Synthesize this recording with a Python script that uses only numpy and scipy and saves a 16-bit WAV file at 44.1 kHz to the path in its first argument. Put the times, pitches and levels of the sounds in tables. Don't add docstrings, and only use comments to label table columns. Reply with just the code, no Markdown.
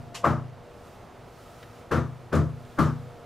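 import sys
import numpy as np
from scipy import signal
from scipy.fft import rfft, irfft
from scipy.io import wavfile
from scipy.ndimage import uniform_filter1d, minimum_filter1d, map_coordinates

SR = 44100
rng = np.random.default_rng(int(sys.argv[2]) if len(sys.argv) > 2 else 0)


def boost(x):
    u = np.asarray(x, float) / 20
    return 10 ** u


def inscribe(sig):
    pcm = np.round(np.clip(np.atleast_2d(sig).T, -1, 1) * 32767)
    wavfile.write(sys.argv[1], SR, pcm.astype(np.int16))


N = 143325
EARLY = SR // 2


def unit(x):
    return x / np.sqrt(np.mean(x ** 2) + 1e-20)


def along(points, hz):
    f, v = np.transpose(points)
    return np.interp(np.log(hz + 1), np.log(f + 1), v)


def wobble(rate_hz):
    knots = rng.standard_normal(N // 400 + 4)
    return map_coordinates(knots, [np.arange(N) * rate_hz / SR])


def noise(count, tone, alike, left, t60=None, patchy_db=0):
    hz, t, z = signal.stft(rng.standard_normal((2, count)), SR, nperseg=512)
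    turn = np.arccos(np.clip(along(alike, hz), -1, 1))[:, None] / 2
    mid, side = z[0] * np.cos(turn), z[1] * np.sin(turn)
    field = uniform_filter1d(rng.standard_normal(mid.shape), size=5, axis=0)
    field = unit(uniform_filter1d(field, size=10, axis=1))
    gain = boost(along(tone, hz)[:, None] + patchy_db * field)
    lean = boost(along(left, hz)[:, None] / 2)
    pair = gain * np.array([(mid + side) * lean, (mid - side) / lean])
    steady = signal.istft(pair, SR, nperseg=512)[1][:, :count]
    if t60 is None:
        return unit(steady)
    decay = boost(-60 * t / along(t60, hz)[:, None])
    return signal.istft(pair * decay, SR, nperseg=512)[1][:, :count] / steady.std()


def add(out, x, s):
    part = out[:, EARLY + round(s * SR):][:, :x.shape[1]]
    part += x[:, :part.shape[1]]


def ring(hz, db, t60, rise_s, t, phase=0):
    swell = (1 - np.exp(-np.maximum(t, 0) / rise_s)) ** 2
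    decay = boost(db[:, None] - 60 * t / t60[:, None])
    return decay * swell * np.sin(2 * np.pi * hz[:, None] * t + phase)


# (frequency [Hz], density [dB per Hz])
AIR_TONE = [(12, -64), (20, -34), (76, 0), (245, -12), (298, -7), (706, -8.5), (1460, -18), (1670, -20.5),
            (15500, -46.5)]
# (frequency [Hz], left-right likeness [0-1])
AIR_ALIKE = [(30, 1), (130, 1), (290, 0.8), (640, 0.91), (1400, 0.96), (3100, 1), (6800, 0.76),
             (14000, 0.28)]
# (frequency [Hz], left-right balance [dB])
AIR_LEFT = [(60, -5), (180, 7.5), (550, -3.5), (1650, -1.5), (4970, -0.5), (15000, 0.0)]
AIR_DB = -48.5


def room_air():
    return boost(AIR_DB + 0.7 * wobble(6)) * noise(N, AIR_TONE, AIR_ALIKE, AIR_LEFT, patchy_db=0.6)


# (frequency [Hz], level [dB rms])
HUM = [(86.1, -75), (118.4, -58.5), (242.2, -63.5), (479.1, -58.5), (597.5, -63), (694.4, -60),
       (1270, -70.5)]
HUM_WAVER_DB = 4


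def fridge_hum():
    t = np.arange(N) / SR
    hum = np.zeros(N)
    for hz, db in HUM:
        level = boost(db + 1 + HUM_WAVER_DB * wobble(4.92))
        hum += level * np.sin(2 * np.pi * hz * t + 1.03 * wobble(6.94))
    return hum * boost([[1.2], [-1.2]])


# (time [s], rustle level [dB])
CLOTH = [(0, 1.5), (.4, -18), (.65, -4), (.88, 6), (1.02, 0), (1.15, -4.5), (1.4, 7.5), (1.62, 7.5),
         (1.7, 3.5), (1.79, 6.5), (1.88, -1), (2.3, -2), (2.52, 0.5), (2.72, 5), (3.0, 2.5), (3.25, 0)]
# (frequency [Hz], density [dB per Hz])
CLOTH_TONE = [(590, -25), (1000, -24), (1160, -5), (1270, 7.5), (1480, -9.5), (4100, -12.5), (15500, -21)]
CLOTH_DB = -64.5


def cloth_rustle():
    t = np.arange(N) / SR
    level = boost(CLOTH_DB + np.interp(t, *np.transpose(CLOTH)) + 0.4 * wobble(28.5))
    return level * noise(N, CLOTH_TONE, AIR_ALIKE, AIR_LEFT, patchy_db=0.8)


# (time [s], level [dB], rise [s], t60 [s])
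SCUFF = [
    (0.142, -35.5, 0.011, 0.2),
    (1.625, -47, 0.0056, .06),
    (2.351, -44, 0.0017, 0.19),
    (2.648, -55, 0.0027, 0.045),
]
# (frequency [Hz], density [dB per Hz])
SCUFF_TONE = [
    [(530, -40), (900, -4), (1210, -4), (1380, -15.5), (2630, -4), (3760, -10), (7070, -12), (11300, -22.5),
     (15500, -35)],
    [(800, -40), (1400, -2), (1900, 0), (2500, -9), (4000, -10), (9000, -30)],
    [(1760, -17), (3000, -3), (3470, -4.5), (6800, -3.5), (15500, -21)],
    [(710, -32), (1200, 1), (2910, -7), (9000, -19), (11700, -51), (19800, -120)],
]
# (frequency [Hz], left-right likeness [0-1])
KNOCK_ALIKE = [(60, 0.44), (250, 0.98), (640, 1), (1400, 1), (3100, 1), (6800, 0.71), (14000, 0.7)]


def scuffs():
    out, t = np.zeros((2, N + EARLY)), np.arange(SR // 2) / SR
    for (s, db, rise_s, t60), tone in zip(SCUFF, SCUFF_TONE):
        shape = np.minimum(t / rise_s, 1) * boost(-60 * np.maximum(t - rise_s, 0) / t60)
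        add(out, boost(db) * shape * noise(len(t), tone, KNOCK_ALIKE, [(1000, 0.7)], patchy_db=1.2), s)
    return out[:, EARLY:]


# (frequency [Hz], level [dB], t60 [s])
LATCH = [(2560, 0, .07), (3150, -1, .07), (4500, -8, .06), (7100, -6, .05)]
LATCH_S, LATCH_DB, LATCH_RISE_S = 0.149, -40.5, 0.0026


def latch_ring():
    out, t = np.zeros((2, N + EARLY)), np.arange(SR // 2) / SR
    modes = ring(*np.transpose(LATCH), LATCH_RISE_S, t)
    add(out, boost(LATCH_DB) * np.ones((2, len(LATCH))) @ modes, LATCH_S)
    return out[:, EARLY:]


FRAME_DB, FRAME_HZ, FRAME_T60_S = -14, 160, 0.08


def frame_push(t, lead_s):
    decay = boost(FRAME_DB - 60 * t / FRAME_T60_S)
    return decay * np.sin(2 * np.pi * FRAME_HZ * t) * np.minimum(t / lead_s, 1)


# (frequency [Hz], density [dB per Hz])
RATTLE_TONE = [(1290, -10), (2200, -4), (3590, -7.5), (4160, -9.5), (7320, -14.5), (8270, -18),
               (13800, -21.5), (15500, -33)]
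# (frequency [Hz], left-right balance [dB])
KNOCK_LEFT = [(60, 1.5), (180, 4.5), (550, 3.0), (1650, 0.5), (4970, 0.5), (15000, 1.0)]
# (frequency [Hz], t60 [s])
ROOM_T60 = [(200, 0.29), (600, 0.3), (1200, 0.31), (2500, 0.26), (6000, 0.32), (14000, 0.23)]
RATTLE_DB = -20.5


def rattle_burst():
    return boost(RATTLE_DB) * noise(SR, RATTLE_TONE, KNOCK_ALIKE, KNOCK_LEFT, ROOM_T60, patchy_db=1)


# (frequency [share of centre], density [dB per Hz])
THUMP_TONE = [(.1, -40), (.4, -8), (.75, -5.5), (1.02, -6), (1.3, -7), (1.9, -25.5), (4, -68)]
THUMP_DB, THUMP_RISE_S = -5.5, 0.015
GRAIN_DB = 1.2


def leaf_thump(t, centre_hz):
    tone = np.multiply(THUMP_TONE, [centre_hz, 1])
    thump = noise(SR, tone, KNOCK_ALIKE, KNOCK_LEFT, ROOM_T60, GRAIN_DB)
    return boost(THUMP_DB) * thump * (1 - np.exp(-t / THUMP_RISE_S))


# (frequency [Hz], level [dB], t60 [s])
PANEL = [(764, -16.5, 0.93), (854, -13.5, 0.44), (1083, -3.5, 0.098), (1175, -2.5, 0.46), (1504, -35, 0.75),
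         (1400, -33, 0.61), (1663, -14, 0.46), (1850, -17, 0.39), (2000, -25, 0.46), (2010, -23, 0.12)]
PANEL_DB, PANEL_SPREAD_DB = -12, 3.5
PANEL_RISE_S, PANEL_LONGEST_S = 0.0015, 0.26
PANEL_DRIFT = 0.022


def panel_modes(t):
    hz, db, t60 = np.transpose(PANEL)
    drift, spread, phase = rng.standard_normal((3, len(hz)))
    t60 = np.minimum(t60, PANEL_LONGEST_S)
    modes = ring(hz * (1 + PANEL_DRIFT * drift), db, t60, PANEL_RISE_S, t, np.pi * phase[:, None])
    return boost(PANEL_DB) * boost(PANEL_SPREAD_DB * np.array([spread, -spread])) @ modes


# (frequency [Hz], density [dB per Hz])
BARK_TONE = [(350, -13), (600, 0), (730, -15.5), (801, -5), (980, -3.5), (1220, 2), (1320, 0),
             (2600, -23.5), (3380, -35), (5720, -120)]
BARK_DB = -3


def panel_bark(t):
    dense = noise(SR, BARK_TONE, KNOCK_ALIKE, KNOCK_LEFT, ROOM_T60, GRAIN_DB)
    return panel_modes(t) + boost(BARK_DB) * dense


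# (frequency [Hz], level [dB], t60 [s], left-right balance [dB])
BOOM = [(84.1, 2.5, 0.3, -1), (98, -19, 0.75, -21), (126, -5, 0.69, 1.5), (153.6, 0, 0.45, 3.5),
        (214.7, -0.5, 0.25, 9), (243.8, -6.5, 0.43, 1.5), (260.4, -1.5, 0.13, 5), (327.8, -6.5, .3, 3.5),
        (440.3, -12, 0.19, -0.5), (565, -16.5, 0.18, 14.5), (669, -13, 0.26, 4)]
BOOM_RISE_S, BOOM_SCATTER_DB = 0.024, 1.34


def door_boom(t):
    hz, db, t60, left_db = np.transpose(BOOM)
    db = db + BOOM_SCATTER_DB * rng.standard_normal(len(hz))
    return boost([left_db / 2, -left_db / 2]) @ ring(hz, db, t60, BOOM_RISE_S, t)


# (time [s], strength [dB], bark [dB], rattle [dB])
KNOCKS = [
    (-.21, -16.5, 0, 4),
    (.243, -14.5, 4.5, 2.5),
    (1.914, -14.5, 2, 3),
    (2.327, -13, -2.5, 0.5),
    (2.787, -13.5, 2, 5),
]
# (lead through frame [s], thump [dB], thump centre [Hz], left-right balance [dB])
CONTACT = [
    (0.0083, 0, 400, 2),
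    (.011, 2.5, 600, 1),
    (.007, 5, 410, 1.5),
    (.012, 7.5, 390, 1),
    (.014, 6.5, 296, 1),
]
LEAD_DB, ARRIVE_S = -14, 0.0018
RATTLE_RISE_S, DIRECT_SHARE = 0.012, 0.8
DUCK_DB, DUCK_S = 5.5, 0.08


def knocks():
    out, t = np.zeros((2, N + EARLY)), np.arange(SR) / SR
    for (s, strength_db, bark_db, rattle_db), contact in zip(KNOCKS, CONTACT):
        lead_s, thump_db, thump_hz, pan_db = contact
        after = t - lead_s
        air = 0.5 + 0.5 * np.tanh(after / ARRIVE_S)
        arrive = air + (1 - air) * boost(LEAD_DB) * np.minimum(t / lead_s, 1)
        crack = air * (1 - (1 - DIRECT_SHARE) * np.exp(-np.abs(after) / RATTLE_RISE_S))
        blow = door_boom(after)
        blow += arrive * boost(bark_db) * panel_bark(t)
        blow += arrive * boost(thump_db) * leaf_thump(t, thump_hz)
        blow += crack * boost(rattle_db) * rattle_burst()
        blow *= boost(-DUCK_DB * np.clip(1 - after / DUCK_S, 0, 1))
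        blow += frame_push(t, lead_s)
        pan = boost([[pan_db / 2], [-pan_db / 2]])
        add(out, boost(strength_db) * pan * blow, s - lead_s)
    return out[:, EARLY:]


def scene():
    house = room_air() + fridge_hum() + cloth_rustle()
    return house + scuffs() + latch_ring() + knocks()


def roll_off(x):
    return signal.sosfilt(signal.butter(12, 15670, fs=SR, output="sos"), x)


CEILING_DB, SQUEEZE = -9, 0.47
GAIN_HOLD_S, GAIN_SMOOTH_S = 0.0057, 0.006
TOP_HZ = 15650


def record(dry):
    over_db = np.maximum(20 * np.log10(np.abs(dry).max(0) + 1e-9) - CEILING_DB, 0)
    hold, smooth = round(GAIN_HOLD_S * SR), round(GAIN_SMOOTH_S * SR)
    held_db = minimum_filter1d(-SQUEEZE * over_db, size=hold, origin=(hold - 1) // 2)
    wet = dry * boost(uniform_filter1d(held_db, size=smooth))
    wet = irfft(rfft(wet) * (np.fft.rfftfreq(N, 1 / SR) < TOP_HZ), N)
    return roll_off(wet)


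dry = scene()
out = record(dry)
inscribe(out)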